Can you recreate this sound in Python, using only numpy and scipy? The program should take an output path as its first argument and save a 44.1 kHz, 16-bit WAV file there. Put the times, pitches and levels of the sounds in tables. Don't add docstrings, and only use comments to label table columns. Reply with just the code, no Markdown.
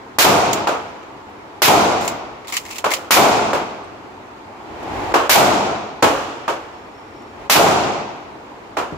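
import sys
import numpy as np
from scipy import signal
from scipy.io import wavfile
from scipy.ndimage import uniform_filter1d, minimum_filter1d

SR = 44100
rng = np.random.default_rng(int(sys.argv[2]) if len(sys.argv) > 2 else 0)


def field_ratio(decibels):
    return 10 ** (np.asarray(decibels, dtype=float) / 20)


def pcm_store(signal):
    levels = np.round(np.clip(np.atleast_2d(signal), -1, 1) * 32767)
    wavfile.write(sys.argv[1], SR, levels.astype(np.int16).T)


N = 395577


def evened(x):
    return x / np.sqrt(np.mean(x ** 2) + 1e-20)


def read(points, hz):
    f, value = np.transpose(points)
    return np.interp(np.log(hz + 1), np.log(f + 1), value)


def shape(points, hz):
    gain = field_ratio(read(points, hz))
    return gain / np.sqrt(np.mean(gain ** 2))


def add(mix, s, sound):
    part = mix[:, round(s * SR):][:, :sound.shape[1]]
    part += sound[:, :part.shape[1]]


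def panned(x, pan_db):
    return x * field_ratio(np.array([[pan_db / 2], [-pan_db / 2]]))


def diffuse(seconds, gain, size=512, patchy_db=0., like=None):
    # f/Hz, correlation
    hall_like = [(60, .78), (150, .77), (300, .75), (600, .63), (1200, .15), (2400, 0), (15000, 0)]
    # f/Hz, level/dB
    tilt = [(60, 3.5), (150, 0.5), (400, 1.5), (1000, -1), (2400, 1), (5000, -3), (9000, -6), (15000, -2)]
    hz = np.fft.rfftfreq(size, 1 / SR)[:, None]
    t = np.arange(int(seconds * SR) * 4 // size + 2) * size / 4 / SR
    a, b, c, d, patches = rng.standard_normal((len(t), len(hz), 5)).T
    patches = uniform_filter1d(patches, size=24, axis=0)
    patches = evened(uniform_filter1d(patches, size=3, axis=1))
    same = np.clip(read(hall_like if like is None else like, hz), -1, 1)
    left = a + 1j * b
    right = same * left + np.sqrt(1 - same ** 2) * (c + 1j * d)
    tilt_db = read(tilt, hz)
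    port_db = np.array([tilt_db, -tilt_db]) / 2
    z = np.array([left, right]) * gain(t, hz) * field_ratio(port_db + patchy_db * patches)
    return signal.istft(z, nperseg=size, noverlap=size * 3 // 4)[1] / np.sqrt(size / 5)


def air():
    # f/Hz, level/dB
    rush = [(15, -53), (25, -16.5), (131, -14.5), (187, -21.5), (220, -12.5), (252, -10.5), (389, -8),
            (538, -14.5), (902, -10), (1730, -22.5), (4860, -36.5), (5570, -39.5), (6040, -41),
            (15200, -52), (16500, -75)]
    # f/Hz, correlation
    duct_like = [(60, .95), (150, .9), (300, .8), (640, .45), (1400, -.05), (3000, -.1), (7000, 0)]

    def field(t, hz):
        return field_ratio(-37.5 + 0 * t) * shape(rush, hz)
    return diffuse(N / SR, field, size=2048, patchy_db=1., like=duct_like)[:, :N]


def squeak():
    turns_db = [-58, -56, -56]
    chatter_per_s = [40, 30, 28.4]
    chatter_depth = [.55, .7, .95]
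    turn_s, fade_db_per_s = .213, 55
    pitch_hz, rise_hz_per_s, waver_hz = 5380, 120, 22.
    t = np.arange(0, len(turns_db) * turn_s, 1 / SR)
    turn = np.minimum(t // turn_s, len(turns_db) - 1).astype(int)
    since = t % turn_s
    waver = waver_hz * evened(uniform_filter1d(rng.standard_normal(len(t)), size=400))
    tone = np.sqrt(2) * np.sin(2 * np.pi * np.cumsum(pitch_hz + rise_hz_per_s * t + waver) / SR)
    catch = np.cos(np.pi * np.take(chatter_per_s, turn) * since + .8) ** 4
    chatter = 1 - np.take(chatter_depth, turn) * catch
    bite = np.minimum(since / .006, 1)
    level = field_ratio(np.take(turns_db, turn) - fade_db_per_s * since) * bite
    return panned(level * chatter * tone, 0.)


def chirp(hz, db, length_s):
    t = np.arange(0, length_s, 1 / SR)
    return panned(field_ratio(db) * np.sin(2 * np.pi * hz * t) * np.hanning(len(t)), 0.)


def scrape(from_db, swell_s, top_db, hold_s):
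    # f/Hz, level/dB
    rumble = [(15, -48), (25, -3), (220, -13.5), (313, -0.5), (524, -9.5), (809, -2.5), (1390, -15),
              (2530, -21), (8830, -40.5), (15200, -45), (16500, -68)]

    def field(t, hz):
        press_db = from_db + (top_db - from_db) * np.minimum(t / swell_s, 1)
        bright_db = 0.05 * (press_db + 23) * np.log2(1 + hz / 1500)
        return field_ratio(press_db + bright_db) * shape(rumble, hz)
    x = diffuse(swell_s + hold_s, field, size=1024, patchy_db=0.2)
    return x * signal.windows.tukey(x.shape[1], .05)


def steel(hz, ring_hz, bright_db):
    # f/Hz, level/dB
    rattle = [(470, -33), (800, -1), (1140, 7.5), (1490, -12), (1940, 2), (2870, 0), (4310, 1.5),
              (7430, -1), (14900, -3.5), (16500, -9.5)]
    part_ring = 1.3 / (1 + ((hz - ring_hz) / 220) ** 2)
    receiver_ring = .7 / (1 + ((hz - 7350) / 250) ** 2)
    return shape(rattle, hz) * (1 + (part_ring + receiver_ring)) * field_ratio(bright_db * np.log2(hz / 4000 + .3))


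def slide(length_s, db, ring_hz, pan_db):
    spots_per_s, spread_db, spot_s, steady = 500, 5.5, 0.0016, 0.58

    def field(t, hz):
        return field_ratio(db - 60 * np.maximum(t - length_s, 0) / .12) * steel(hz, ring_hz, -.8)
    x = diffuse(.25, field, size=256, patchy_db=2.5)
    t = np.arange(x.shape[1]) / SR
    chance, size = rng.random((len(t), 2)).T
    spots = (chance < spots_per_s / SR) * field_ratio(-spread_db * np.log(size + 1e-3))
    grit = evened(signal.lfilter([1], [1, -np.exp(-1 / (spot_s * SR))], spots))
    rub = steady + (1 - steady) * grit
    return panned(x * rub * np.minimum(t / 0.0069, 1), pan_db)


def bolt(db, ring_hz, pan_db, t60, bright_db):
    # f/Hz, level/dB, t60/s
    receiver = [(2080, 0, .05), (2970, 0, .045), (4670, -8, .03), (7270, 2, .06)]

    def field(t, hz):
        rattle = field_ratio(-60 * t / t60)
        booth = field_ratio(-19.0 - 60 * t / 0.34)
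        return field_ratio(db - 5) * steel(hz, ring_hz, bright_db) * np.hypot(rattle, booth)
    x = diffuse(.25, field, size=256, patchy_db=1.5)
    t = np.arange(x.shape[1]) / SR
    modes = list(receiver) + [(ring_hz, 2.5, .06)]
    rings = 0
    for hz, top_db, ring_s in modes:
        size, phase = rng.random((2, 2, 1))
        mode_db = db - 11 + top_db - 6.5 * size + bright_db * np.log2(hz / 4000 + .3)
        rings = rings + field_ratio(mode_db - 60 * t / ring_s) * np.sin(2 * np.pi * (hz * t + phase))
    tick = 1 + 0.53 * np.exp(-t / 0.0032)
    return panned((x * tick + rings) * np.minimum(t / .0012, 1), pan_db)


def struck(x, rise_s, db, hz):
    t = np.arange(x.shape[1]) / SR
    u = np.minimum(abs(np.pi * hz * (t - .75 * rise_s)), 20)
    swing = field_ratio(db) * (1 - 2 * u ** 2) * np.exp(-u ** 2)
    return x * np.minimum(t / rise_s, 1) ** 2 - swing


def hall_t60(hz):
    # f/Hz, t60/s
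    decay = [(60, 1.55), (250, 1.34), (800, 1.343), (2500, 1.38), (6000, 1.114), (9000, 0.77),
             (12000, 0.66), (15500, 0.47)]
    return read(decay, hz)


def far_shot(db, bright_db, bass_db, knock_hz):
    # f/Hz, level/dB
    dull = [(18, -54), (30, -9), (217, -12), (350, -0.5), (409, -2), (493, -3), (1270, -7), (2000, -22),
            (2890, -21.5), (3860, -28.5), (14100, -44.5), (15200, -46), (16500, -68)]
    echo_s = .024

    def field(t, hz):
        first = field_ratio(-60 * t / 0.53 * (1.5 + hz / 12000))
        knock = field_ratio(3.0 - 60 * t / 0.12) / (1 + ((hz - knock_hz) / 250) ** 2)
        tail = field_ratio(-17.5 - 60 * t / hall_t60(hz))
        colour_db = bright_db * np.log2(1 + hz / 2000) + bass_db / (1 + (hz / 345) ** 6)
        echo_db = 2 * np.exp(-((t - echo_s) / .007) ** 2)
        lull_db = -3. * np.exp(-((t - .62 * echo_s) / 0.0042) ** 2)
        level = field_ratio(db - 2.5 + colour_db + echo_db + lull_db)
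        return level * shape(dull, hz) * np.sqrt(first ** 2 + knock ** 2 + tail ** 2)
    x = diffuse(0.87, field, patchy_db=0.5)
    return panned(struck(x, 0.00552, db + 5, 1200), -0.54)


def near_shot(blast_db, boom_db):
    # f/Hz, level/dB
    hiss_colour = [(35, -48), (60, -13.5), (759, 4), (1240, 3.5), (2520, 0.5), (4320, -0.5), (5600, -3),
                   (7780, -7.5), (9390, -4), (15000, -2.5), (16500, -54)]
    # f/Hz, t60/s
    hiss_t60 = [(300, .3), (1200, 0.27), (2500, 0.43), (6000, 0.27), (10000, 0.3), (15000, 0.31)]
    # f/Hz, level/dB
    boom_colour = [(18, -69), (30, -36), (93, -20.5), (201, -3.5), (268, -9), (388, 0.5), (506, -7.5),
                   (694, 1), (1420, -9.5), (1700, -18), (2220, -17.5), (7280, -24.5), (15200, -31),
                   (16500, -70.5)]
    # f/Hz, level/dB
    early_bass = [(60, -34), (300, -17), (1000, -24), (2500, -14), (6000, -14)]
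    wall_s, wall_soft_s, full_s = 0.049, 0.004, 0.11

    def field(t, hz):
        hiss = field_ratio(blast_db - 60 * np.maximum(t - .04, 0) / read(hiss_t60, hz)) * shape(hiss_colour, hz)
        answer_s = wall_s * (1 + 60 / (hz + 100))
        waiting = 1 / (1 + np.exp((t - answer_s) / wall_soft_s))
        late = np.logaddexp(0, (t - full_s) / 0.043) * 0.052
        filling_db = -5. * np.exp(-(t / 0.055) ** 2) / (1 + (hz / 1200) ** 2)
        boom_left_db = waiting * read(early_bass, hz) + filling_db - 60 * late / hall_t60(hz)
        boom = field_ratio(boom_db + boom_left_db) * shape(boom_colour, hz)
        slap = field_ratio(2.5 * np.exp(-((t - 0.067) / .005) ** 2))
        return slap * np.hypot(hiss, boom)
    x = diffuse(2.2, field, patchy_db=0.5)
    return panned(struck(x, .0026, blast_db + 11, 900), .5)


def coloured(x):
    # f/Hz, level/dB
    response = [(20, -24), (45, -4.5), (90, -3), (7700, -0.5), (8100, -5.5), (12000, -4.5), (15700, -2.5)]
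    # f/Hz, width/Hz, level/dB
    booth = [(97, 11.5, 5), (209.3, 6, 5.5), (291.7, 7, 3), (389, 60, 0), (544, 11, 2.5), (716, 15, 2),
             (862, 14, 2.5), (2350, 880, 2.5), (6750, 1200, 1.5)]
    hz = abs(np.fft.fftfreq(8192, 1 / SR))
    db = read(response, hz)
    for f, width, top_db in booth:
        db = db + top_db / (1 + (2 * (hz - f) / width) ** 2)
    log_gain = db * np.log(10) / 20
    phase = -signal.hilbert(log_gain).imag
    taps = np.fft.ifft(np.exp(log_gain + 1j * phase)).real[:4096]
    return signal.oaconvolve(x, taps[None], axes=1)[:, :N]


def scene():
    # t/s, f/Hz, level/dB, length/s
    tinkles = [
        (.98, 14500, -65.5, 0.015),
        (1.29, 14700, -61, .02),
        (3.83, 8450, -50, .03),
    ]
    # t/s, start level/dB, swell/s, top level/dB, hold/s
    scrapes = [
        (4.55, -42.5, 0.418, -24, .175),
        (7.27, -53, .145, -35.5, .055),
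    ]
    # t/s, length/s, level/dB, ring f/Hz, pan/dB
    slides = [
        (2.005, 0.058, -32, 7200, 0),
        (2.478, 0.034, -35, 3700, 1),
        (2.526, 0.038, -25.5, 2250, 3),
        (2.655, .045, -41, 2250, 1),
        (2.70, 0.084, -33.5, 2600, 2),
        (2.908, .03, -22, 2100, 3),
    ]
    # t/s, level/dB, ring f/Hz, pan/dB
    clacks = [
        (0.5301, -9.5, 7100, -1),
        (2.077, -12, 7240, 2),
        (2.5232, -18, 2180, 3),
        (2.5672, -10, 2870, -1),
        (2.783, -19.5, 3060, 0),
        (2.9046, -21, 2210, -8),
        (2.936, -8.5, 2920, -2.5),
    ]
    # t/s, level/dB, ring f/Hz, pan/dB
    ticks = [
        (2.4714, -31.5, 4690, 1),
        (2.4806, -29, 3700, 1),
        (2.539, -24, 2090, 4),
        (2.6514, -31.5, 1970, 6),
        (2.7086, -27, 2580, 0),
        (2.9144, -14, 2100, 6),
        (4.8294, -43, 2480, -7),
        (5.039, -41, 2160, -.5),
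        (7.2194, -50, 2080, -.5),
    ]
    # t/s, level/dB, ring f/Hz, pan/dB
    knocks = [
        (1.029, -40, 2690, 0),
        (2.4466, -34, 2170, .5),
        (5.118, -28, 1180, 4),
    ]
    # t/s, level/dB, brightness/dB, bass/dB, knock f/Hz
    far_shots = [
        (0.671, -7.5, 3.5, -10.5, 1110),
        (2.842, -8, 4.5, -11.5, 1060),
        (3.531, -9, 3.5, -9, 710),
        (5.14, 0, 3.5, -11, 1230),
        (6.025, 1.5, 5.8, -2, 834),
        (6.479, -11.5, 3.5, -11.5, 1180),
        (8.769, -11, 3, -10.5, 1090),
        (8.922, -31, -1, 18, 544),
    ]
    # t/s, blast level/dB, boom level/dB
    near_shots = [
        (0.184, -5, -4),
        (1.618, -6, -3.5),
        (3.106, -5, -3.5),
        (5.293, -4.5, -4),
        (7.496, -5.5, -3),
    ]
    mix = air()
    add(mix, 6.732, squeak())
    for table, source in ((tinkles, chirp), (scrapes, scrape), (slides, slide)):
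        for s, *row in table:
            add(mix, s, source(*row))
    # t60 [s], brightness [dB per octave]
    for table, t60, bright_db in ((clacks, 0.079, -1.), (ticks, .115, -2), (knocks, 0.077, -10.)):
        for s, *row in table:
            add(mix, s, bolt(*row, t60, bright_db))
    for s, *row in far_shots:
        add(mix, s - .003, far_shot(*row))
    for s, *row in near_shots:
        add(mix, s, near_shot(*row))
    return coloured(mix)


def band_limit(x):
    return signal.sosfilt(signal.butter(12, 16790, fs=SR, output="sos"), x)


def record(dry):
    power = uniform_filter1d((dry ** 2).mean(0), size=300)
    power_db = 10 * np.log10(abs(power) + 1e-12)
    ahead_db = -minimum_filter1d(-power_db, size=901)
    fall = np.arange(N) * 270.0 / SR
    peak_db = np.maximum.accumulate(ahead_db + fall) - fall
    over_db = np.maximum(peak_db + 18.0, 0)
    held = dry / field_ratio(0.33 * uniform_filter1d(over_db, size=300))
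    clipped = 1.208 * np.tanh(held / 1.312)
    edge = signal.firwin(1023, 15800, window=("kaiser", 8), fs=SR)
    return band_limit(signal.oaconvolve(clipped, edge[None], "same", axes=1))


dry = scene()
out = record(dry)
pcm_store(out)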